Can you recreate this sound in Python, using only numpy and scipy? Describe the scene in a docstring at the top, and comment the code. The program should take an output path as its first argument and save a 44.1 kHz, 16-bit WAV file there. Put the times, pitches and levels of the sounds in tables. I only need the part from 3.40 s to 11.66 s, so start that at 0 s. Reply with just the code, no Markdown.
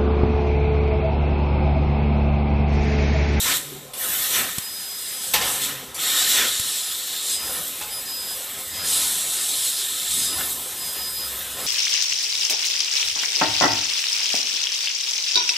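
"""Assist gas jets from a laser cutting head onto a thin square steel tube in a workshop: noise that hisses in
the open, roars on the steel and howls in the hollow tube, with gushes, ringing bursts and a diffuse echo. The
beam, pulsed about 5000 times a second, whistles as two wavering sines and spits sparks as random ticks. Noise
clicks and low sagging thuds mark valves and head; servos hum and whirr, drives rumble and a fan hums. Both
channels carry the same microphone signal."""
import sys
import numpy as np
from scipy import signal
from scipy.fft import rfft, irfft, next_fast_len
from scipy.io import wavfile
from scipy.ndimage import uniform_filter1d, map_coordinates

SR = 44100
rng = np.random.default_rng(int(sys.argv[2]) if len(sys.argv) > 2 else 0)


def digitize_waveform(pressure):
    """Quantize a signal to 16-bit integers and store it at the path in sys.argv[1].

    Rows of a 2-D input are taken as channels; values are limited to [-1, 1].
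    """
    field = np.atleast_2d(pressure).T
    bounded = np.clip(field, -1, 1)
    quanta = np.round(bounded * 32767).astype(np.int16)
    wavfile.write(sys.argv[1], SR, quanta)


N = 364442

# Colours of the open and the striking jet. Each row: frequency in Hz, relative density in dB per Hz.
HISS_COLOUR = [(1500, -22.5), (3000, -11), (4800, -10), (5700, -8.5), (6400, -4), (7300, -6.5), (8000, 2),
               (9300, 1.5), (10400, -0.5), (11200, -1.5), (12300, -7), (14200, -13)]
ROAR_COLOUR = [(60, -43.5), (250, -6), (550, -13), (900, -14.5), (1300, -1.5), (1700, 5), (2400, -1.5),
               (3300, 2.5), (4600, -9.5), (6000, -4.5), (9000, -26)]
# Resonances of the hollow tube and of the nozzle. Each row: centre in Hz, width in Hz, relative level in dB.
TUBE_MODES = [(3350, 770, -6.5), (3785, 400, -1.5), (4165, 560, -2.5), (5420, 700, -6.5), (7130, 790, -6.5),
              (7650, 230, -5)]
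NOZZLE_MODES = [(13080, 2900, -2), (13300, 380, 0), (13500, 360, 0.5)]
# Narrow bands the steel housing lifts or dips. Each row: centre in Hz, width in Hz, gain in dB.
HOUSING_BANDS = [(515, 40, 5.5), (646, 52, -0.5), (754, 32, 5.5), (950, 46, -2), (1019, 98, 5.5),
                 (1208, 40, -4.5), (1265, 73, 5.5), (1640, 210, -4.5), (1801, 36, 5.5), (1985, 120, -2),
                 (2824, 32, -12), (2866, 71, 3.5), (3465, 70, 4.5), (3603, 65, -5), (3652, 72, 6),
                 (4810, 83, -0.5), (6060, 120, 3.5), (7640, 1000, 3.5), (8400, 270, -2.5)]
# Colour of the machine's rumble. Each row: frequency in Hz, relative density in dB per Hz.
RUMBLE_COLOUR = [(20, -36), (40, -5), (70, 0.5), (115, -2), (170, 1), (260, -0.5), (420, -0.5), (650, 1),
                 (1000, -1.5), (1500, -6), (3000, -51)]
# Moves of the servos. Each row: start in seconds, end in seconds, hum at top speed in Hz, hum level in dB,
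# overtone slope in dB per octave, gear whirr in dB.
SERVO_MOVES = [(0.134, 0.554, 144, -46.5, -12, -44), (2.121, 2.535, 139, -47, -2.5, -47.5),
               (5.273, 5.723, 87, -48.5, -4, -49), (6.662, 7.19, 87, -51, -3.5, -47),
               (7.45, 8.35, 65, -48.5, -12.5, -59), (7.87, 8.35, 86, -56, -17, -61)]
# Low thuds: two soft bumps at the start, then the head's thumps. Each row: time in seconds,
# level in dB before a 1.5 dB lift, starting pitch in Hz, 60 dB decay in seconds.
LOW_THUDS = [(0.051, -33, 110, .07), (.115, -38, 110, 0.059), (1.1822, -17.5, 211, 0.021),
             (3.197, -27.5, 133, 0.048)]
# Sharp noise clicks: valves opening, ticks of the head's thumps, the crack of the blast.
# Each row: time in seconds, level in dB, 60 dB decay in seconds.
NOISE_CLICKS = [(0.535, -29.5, 0.31), (1.1833, -15, 0.029), (1.941, -18, 0.037), (2.544, -29, 0.44),
                (3.197, -16.5, 0.042)]
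# Colour of the clicks and of the spark ticks. Each row: frequency in Hz, relative density in dB per Hz.
CLICK_COLOUR = [(500, -21), (2500, -1.5), (5000, -1), (6500, 0), (10000, 3.5), (14000, -2)]
# Bursts of gas, and at 4.41 s a tap on steel that rings the tube wall. Each row: time in seconds,
# noise level in dB, noise's 60 dB decay in seconds, ring in dB.
BURSTS = [(1.9358, -12.5, 0.26, -12), (2.01, -25, 1, -40), (4.41, -27.5, 0.21, -24)]
# Colour of the bursts' noise. Each row: frequency in Hz, relative density in dB per Hz.
BURST_COLOUR = [(100, -9), (350, -6), (520, 0.5), (830, 3), (1100, 0), (2000, 3), (2700, 2), (3800, 4),
                (5000, 2.5), (7000, -3), (9000, -6), (14000, -4)]
# Ringing tones of the bursts, the last a short high one. Each row: frequency in Hz, relative level in dB,
# 60 dB decay in seconds.
RING_TONES = [(845, -13.5, 0.41), (2630, -13, 0.26), (3650, -15, .15), (12100, -2, 0.11)]
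# The gas valve is open. Each row: opening in seconds, closing in seconds.
GAS_SUPPLY = [(-.1, .165), (.535, 2.295), (2.544, 8.5)]
# The jet gushes louder over open air, holes and edges. Each row: start in seconds, end in seconds,
# 60 dB release in seconds, hiss in dB, tube howl in dB, nozzle sizzle in dB.
JET_GUSHES = [(-.06, 0.17, 0.15, -26.5, -26, -28), (0.557, 1.014, 0.42, -28, -40, -26),
              (.76, 0.953, 1, -35, -29.5, -42), (1.52, 1.95, .5, -36, -42.5, -48),
              (1.8, 2.08, .3, -34.5, -39, -39), (2.037, 2.115, 0.51, -24, -39, -29),
              (2.19, 2.25, 0.27, -24.5, -26, -30), (2.577, 2.988, 0.99, -26, -23, -27),
              (2.735, 3.387, 0.37, -29.5, -29, -43), (3.31, 3.703, .35, -38, -32.5, -38),
              (3.674, 3.944, 0.27, -42, -31, -50), (3.8, 3.943, 0.32, -26, -33, -45),
              (4.02, 4.267, 0.54, -34, -39.5, -33.5), (4.517, 5.08, .3, -42, -44, -39),
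              (5.278, 5.453, .3, -43, -36, -46), (5.435, 5.623, 0.97, -22, -26.5, -30),
              (5.607, 6.27, 0.45, -26.5, -32, -41), (6.016, 6.874, 1, -30.5, -30.5, -38),
              (6.665, 6.863, .3, -25.5, -45, -47), (6.93, 7.132, 0.79, -32, -39.5, -31),
              (7.21, 7.53, 0.34, -36.5, -44, -43), (7.408, 7.99, .35, -39, -42, -35),
              (8.162, 8.3, .5, -40, -36, -40)]
# The jet strikes steel as the head closes in or a corner of the tube turns past. Each row: time in seconds,
# half width in seconds, roar in dB, rumble in dB.
STEEL_STRIKES = [(0.093, 0.041, -25.5, -35), (.74, 0.13, -32, -44), (1.0, 0.058, -27.5, -36.5),
                 (1.7, 0.072, -41, -58), (2.045, 0.066, -30.5, -36), (2.31, 0.086, -33.5, -47),
                 (2.77, 0.23, -29.5, -43), (3.02, 0.039, -24, -36.5), (3.6, 0.88, -43.5, -71),
                 (4.11, 0.1, -38, -39.5), (4.53, 0.2, -48, -47.5), (5.02, 0.18, -41.5, -48.5),
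                 (5.56, 0.16, -35, -43), (6.0, 0.2, -40, -49.5), (6.6, 0.22, -41, -56),
                 (6.99, .07, -35, -39), (7.33, 0.28, -44.5, -46), (7.61, .06, -39.5, -50),
                 (7.96, 0.15, -40.5, -48), (8.23, .07, -38.5, -40)]
# The beam burns. Each row: start in seconds, end in seconds.
BEAM_CUTS = [(1.226, 2.1), (3.215, 4.622), (4.654, 8.5)]
# Swells of the whistle along a contour. Each row: time in seconds, half width in seconds,
# level at the pulse rate in dB, level an octave up in dB.
WHISTLE_SWELLS = [(1.37, .145, -36.5, -49), (1.69, 0.16, -40, -62), (3.285, 0.044, -54, -43),
                  (3.47, 0.051, -40.5, -36), (3.99, 0.082, -33.5, -52), (4.13, 0.066, -43, -38),
                  (4.563, .037, -34, -36), (4.76, 0.091, -33.5, -54), (4.91, 0.033, -34.5, -39),
                  (5.28, .045, -63, -50), (5.44, 0.093, -34.5, -56), (5.555, .045, -35, -40),
                  (6.008, .028, -36.5, -58), (6.23, .09, -43, -45), (6.375, 0.038, -35.5, -37),
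                  (6.875, 0.076, -33.5, -58), (6.995, 0.089, -40.5, -35), (7.46, 0.055, -35.5, -43),
                  (7.635, 0.061, -32, -46), (7.803, 0.055, -32, -42.5), (8.15, 0.045, -47, -45),
                  (8.265, 0.053, -39.5, -41)]
# The head lands and squeezes the jet. Each row: time in seconds, level in dB.
HEAD_LANDINGS = [(.125, -33.5), (1.0, -31.5), (3.005, -29)]
# Bands the squeezed jet sweeps down through. Each row: centre in Hz, width in Hz, relative level in dB,
# lead before the landing in seconds.
SQUEEZE_BANDS = [(6000, 910, 2, 0.056), (2750, 1500, 1, .025), (1820, 620, 2, 0)]
# Gear noise of the chuck. Each row: centre in Hz, width in Hz, relative level in dB.
GEAR_MODES = [(251, 210, 0), (396, 80, 0.5), (560, 100, -4)]

TOP_HZ = 14150  # microphone's band limit
FILL_S, DRAIN_T60_S = 0.052, 1  # gas line: time constant of filling, 60 dB decay of emptying
HISS_DB, HOWL_DB, ROAR_DB, SIZZLE_DB = -36, -41, -45.5, -37.5  # jet sinking cleanly into a cut
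GUSH_RISE_S = 0.031  # time constant
STRIKE_SKIRT, WHISTLE_SKIRT = 4.07, 6  # how steeply each swell falls away on either side
SQUEEZE_S, SQUEEZE_SKIRT = 0.028, 2.7  # half width and steepness of each band's swell
RUMBLE_DB = -49.5  # drives and extraction
FAN_HZ, FAN_DB = 400.7, -59.5  # extraction fan's hum
SERVO_PEAK = 0.773  # under 1: a move speeds up faster than it brakes
PULSE_HZ = 5000.3  # laser pulse rate
LINE_DB, OCTAVE_DB = -54, -51  # whistle between its swells
BEAM_EDGE_S = 0.014  # softness of switching on and off
WORKSHOP_T60_S, WORKSHOP_DB = 1.75, -13  # the room's answer to the jet


def amp(db):
    """Decibels to gain."""
    return 10 ** (np.asarray(db) / 20)


def unit(x):
    """Scaled to rms 1."""
    return x / np.sqrt(np.mean(x ** 2) + 1e-20)


def clock():
    """The time of each sample in seconds."""
    return np.arange(N) / SR


def wobble(rate):
    """A smooth random curve with rate knots a second."""
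    knots = rng.standard_normal(int(N * rate / SR) + 4)
    return map_coordinates(knots, [np.arange(N) * rate / SR])


def filtered(x, response):
    """x shaped by a response of frequency, padded against wrap-around."""
    size = next_fast_len(N + SR // 2)
    spectrum = rfft(x, size) * response(np.fft.rfftfreq(size, 1 / SR))
    return irfft(spectrum, size)[:N]


def slope(points):
    """Response through (Hz, dB) points on a log frequency axis."""
    f, db = np.transpose(points)
    return lambda hz: amp(np.interp(np.log(hz + 1), np.log(f), db))


def resonant(modes):
    """Response of resonances with steep skirts, added in power."""
    def response(hz):
        peaks = [amp(db) / (1 + 2 * ((hz - f) / width) ** 2) for f, width, db in modes]
        return np.sqrt(sum(peak ** 2 for peak in peaks))
    return response


def housing(hz):
    """Response of the steel housing, whose lifts and dips add in dB."""
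    return amp(sum(db * np.exp(-2 * ((hz - f) / width) ** 2) for f, width, db in HOUSING_BANDS))


def rush(colour, patchy_db):
    """Coloured noise of rms 1 whose spectrum varies randomly in patches, within patchy_db."""
    bins = signal.stft(rng.standard_normal(N), nperseg=512)[2]
    field = uniform_filter1d(rng.standard_normal(bins.shape), size=2, axis=0)  # across frequency
    field = uniform_filter1d(field, size=9, axis=1)  # along time
    patches = amp(patchy_db * np.tanh(unit(field)))
    noise = signal.istft(bins * patches, nperseg=512)[1][:N]
    return unit(filtered(noise, lambda hz: colour(hz) * housing(hz)))


def decay(s, t60, attack):
    """Envelope of a blow at time s."""
    age = np.maximum(clock() - s, 0)
    return (1 - np.exp(-age / attack)) * np.exp(-np.log(1000) * age / t60)


def held(start, end, rise, t60):
    """Envelope that rises from start, holds until end and dies away."""
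    t = clock()
    opening = 1 - np.exp(-np.maximum(t - start, 0) / rise)
    return opening * np.exp(-np.log(1000) * np.maximum(t - end, 0) / t60)


def bell(s, width, skirt):
    """Envelope that tops out around time s and falls away on both sides."""
    return 1 / np.sqrt(1 + (np.abs(clock() - s) / width) ** skirt)


def stacked(base_db, shapes, levels_db):
    """Gain of a steady level with events on top, added in power."""
    events = sum((amp(db) * shape) ** 2 for shape, db in zip(shapes, levels_db))
    return np.sqrt(amp(base_db) ** 2 + events)


def passes():
    """One envelope for each strike: it peaks as the steel comes closest to the nozzle."""
    return [bell(s, width, STRIKE_SKIRT) for s, width, _, _ in STEEL_STRIKES]


def burning():
    """1 while the beam is on, 0 between cuts, with soft edges."""
    t = clock()
    cuts = [np.tanh((t - start) / BEAM_EDGE_S) - np.tanh((t - end) / BEAM_EDGE_S) for start, end in BEAM_CUTS]
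    return sum(cuts) / 2


def gas():
    """The valve feeds a jet that hisses in the open, roars on steel and excites tube and nozzle resonances."""
    pressure = np.max([held(opens, closes, FILL_S, DRAIN_T60_S) for opens, closes in GAS_SUPPLY], axis=0)
    gushes = [held(start, end, GUSH_RISE_S, t60) for start, end, t60, *_ in JET_GUSHES]
    *_, hiss_db, howl_db, sizzle_db = np.transpose(JET_GUSHES)
    *_, roar_db, _ = np.transpose(STEEL_STRIKES)
    hiss = stacked(HISS_DB, gushes, hiss_db) * rush(slope(HISS_COLOUR), patchy_db=6.5)
    howl = stacked(HOWL_DB, gushes, howl_db) * rush(resonant(TUBE_MODES), patchy_db=3.5)
    roar = stacked(ROAR_DB, passes(), roar_db) * rush(slope(ROAR_COLOUR), patchy_db=6.0)
    sizzle = stacked(SIZZLE_DB, gushes, sizzle_db) * rush(resonant(NOZZLE_MODES), patchy_db=3.5)
    flutter = amp(0.23 * wobble(10) + 0.58 * wobble(25) + 0.2 * wobble(140))  # the whole jet flaps a little
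    return pressure * flutter * (hiss + howl + roar + sizzle + landings())


def rumble():
    """Drives and extraction rumble as low noise, more when the jet strikes steel."""
    *_, strike_db = np.transpose(STEEL_STRIKES)
    return stacked(RUMBLE_DB, passes(), strike_db) * rush(slope(RUMBLE_COLOUR), patchy_db=4.5)


def fan():
    """The extraction fan hums on one tone, wavering a little in level and phase."""
    level = np.sqrt(2) * amp(FAN_DB + 0.74 * wobble(5))
    return level * np.sin(2 * np.pi * FAN_HZ * clock() + 0.28 * wobble(5))


def thuds():
    """Two soft bumps, then the head's thumps: low tones that sag in pitch as they die."""
    out = np.zeros(N)
    for s, db, hz, t60 in LOW_THUDS:
        age = np.maximum(clock() - s, 0)
        sag = 0.32 * t60  # the time in which the pitch halves
        turns = hz * sag * np.log1p(age / sag)
        out -= amp(db + 1.5) * decay(s, t60, attack=0.00097) * np.sin(2 * np.pi * turns)
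    return out


def landings():
    """The gap under the nozzle closes: a bright rush sweeps down from the treble."""
    out = np.zeros(N)
    for hz, width, band_db, lead in SQUEEZE_BANDS:
        level = sum(amp(db + band_db) * bell(s - lead, SQUEEZE_S, SQUEEZE_SKIRT) for s, db in HEAD_LANDINGS)
        out += level * rush(resonant([(hz, width, 0)]), patchy_db=2.5)
    return out


def servos():
    """On each move a servo's rough hum and gear whirr rise and fall with its speed."""
    t = clock()
    out = np.zeros(N)
    whirr = rush(resonant(GEAR_MODES), patchy_db=8.5)
    for start, end, hz, db, overtone_db, whirr_db in SERVO_MOVES:
        progress = np.clip((t - start) / (end - start), 0, 1)
        speed = np.sqrt(np.abs(np.sin(np.pi * progress ** SERVO_PEAK)))
        out += amp(whirr_db) * speed ** 2 * whirr
        phase = 2 * np.pi * hz * np.cumsum(1 - 0.16 * (1 - speed)) / SR  # slower is slightly flatter
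        for k in range(1, 4):
            level = amp(db + overtone_db * np.log2(k) + 5.3 * np.tanh(wobble(22)))
            out += level * speed * np.sin(k * phase + 0.5 * k * wobble(25))
    return out


def clicks():
    """Valves opening, the thumps' ticks and the blast's crack: noise with a sharp onset that dies away."""
    snaps = sum(amp(db) * decay(s, t60, attack=0.00022) for s, db, t60 in NOISE_CLICKS)
    return snaps * rush(slope(CLICK_COLOUR), patchy_db=10.0)


def beam():
    """The pulsed beam whistles at its pulse rate, swelling and fading as the head moves past reflections."""
    swells = [bell(s, width, WHISTLE_SKIRT) for s, width, _, _ in WHISTLE_SWELLS]
    *_, line_db, octave_db = np.transpose(WHISTLE_SWELLS)
    phase = 2 * np.pi * PULSE_HZ * clock()
    line_level = stacked(LINE_DB, swells, line_db) * amp(0.93 * wobble(25))
    octave_level = stacked(OCTAVE_DB, swells, octave_db) * amp(1.8 * wobble(25))
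    line = line_level * np.sin(phase + 0.41 * wobble(42))
    octave = octave_level * np.sin(2 * phase + 0.82 * wobble(4))
    return np.sqrt(2) * burning() * (line + octave)  # root 2 makes the levels rms


def sparks(rate, level_db):
    """While the beam burns, molten drops tick at random, on average rate times a second."""
    struck = rng.random(N) < burning() * rate / SR
    drops = struck * rng.standard_normal(N)
    return amp(level_db) * filtered(drops, slope(CLICK_COLOUR))


def bursts():
    """Gas bursts and a tap on steel: decaying noise with ringing tones, duller when the ring is softer."""
    noise_level = sum(amp(db) * decay(s, t60, attack=0.0031) for s, db, t60, _ in BURSTS)
    noise = noise_level * rush(slope(BURST_COLOUR), patchy_db=3.0)
    hardest_db = max(ring_db for *_, ring_db in BURSTS)
    ring = np.zeros(N)
    for s, _, _, ring_db in BURSTS:
        for hz, tone_db, t60 in RING_TONES:
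            dulling_db = (ring_db - hardest_db) * hz / TOP_HZ
            level = amp(ring_db + tone_db + dulling_db)
            tone = np.sin(2 * np.pi * hz * clock() + wobble(70))
            ring += level * decay(s, t60, attack=0.00051) * tone
    return noise + ring


def workshop(x):
    """The workshop's diffuse echo of x: a one-second tail of decaying noise."""
    age = np.arange(SR) / SR
    tail = rng.standard_normal(SR) * np.exp(-np.log(1000) * age / WORKSHOP_T60_S)
    return amp(WORKSHOP_DB) * signal.fftconvolve(x, tail / np.linalg.norm(tail))[:N]


def scene():
    """All sources meet at one microphone, the same on both channels; only jet and bursts echo in the workshop."""
    air = gas() + bursts()
    machine = rumble() + fan() + thuds() + servos() + clicks()
    cutting = beam() + sparks(rate=55, level_db=-38)
    mono = air + workshop(air) + machine + cutting
    return np.array([mono, mono])


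def record(dry):
    """The microphone keeps nothing above its band limit."""
    return np.array([filtered(x, lambda hz: hz < TOP_HZ) for x in dry])


dry = scene()
out = record(dry)
digitize_waveform(out)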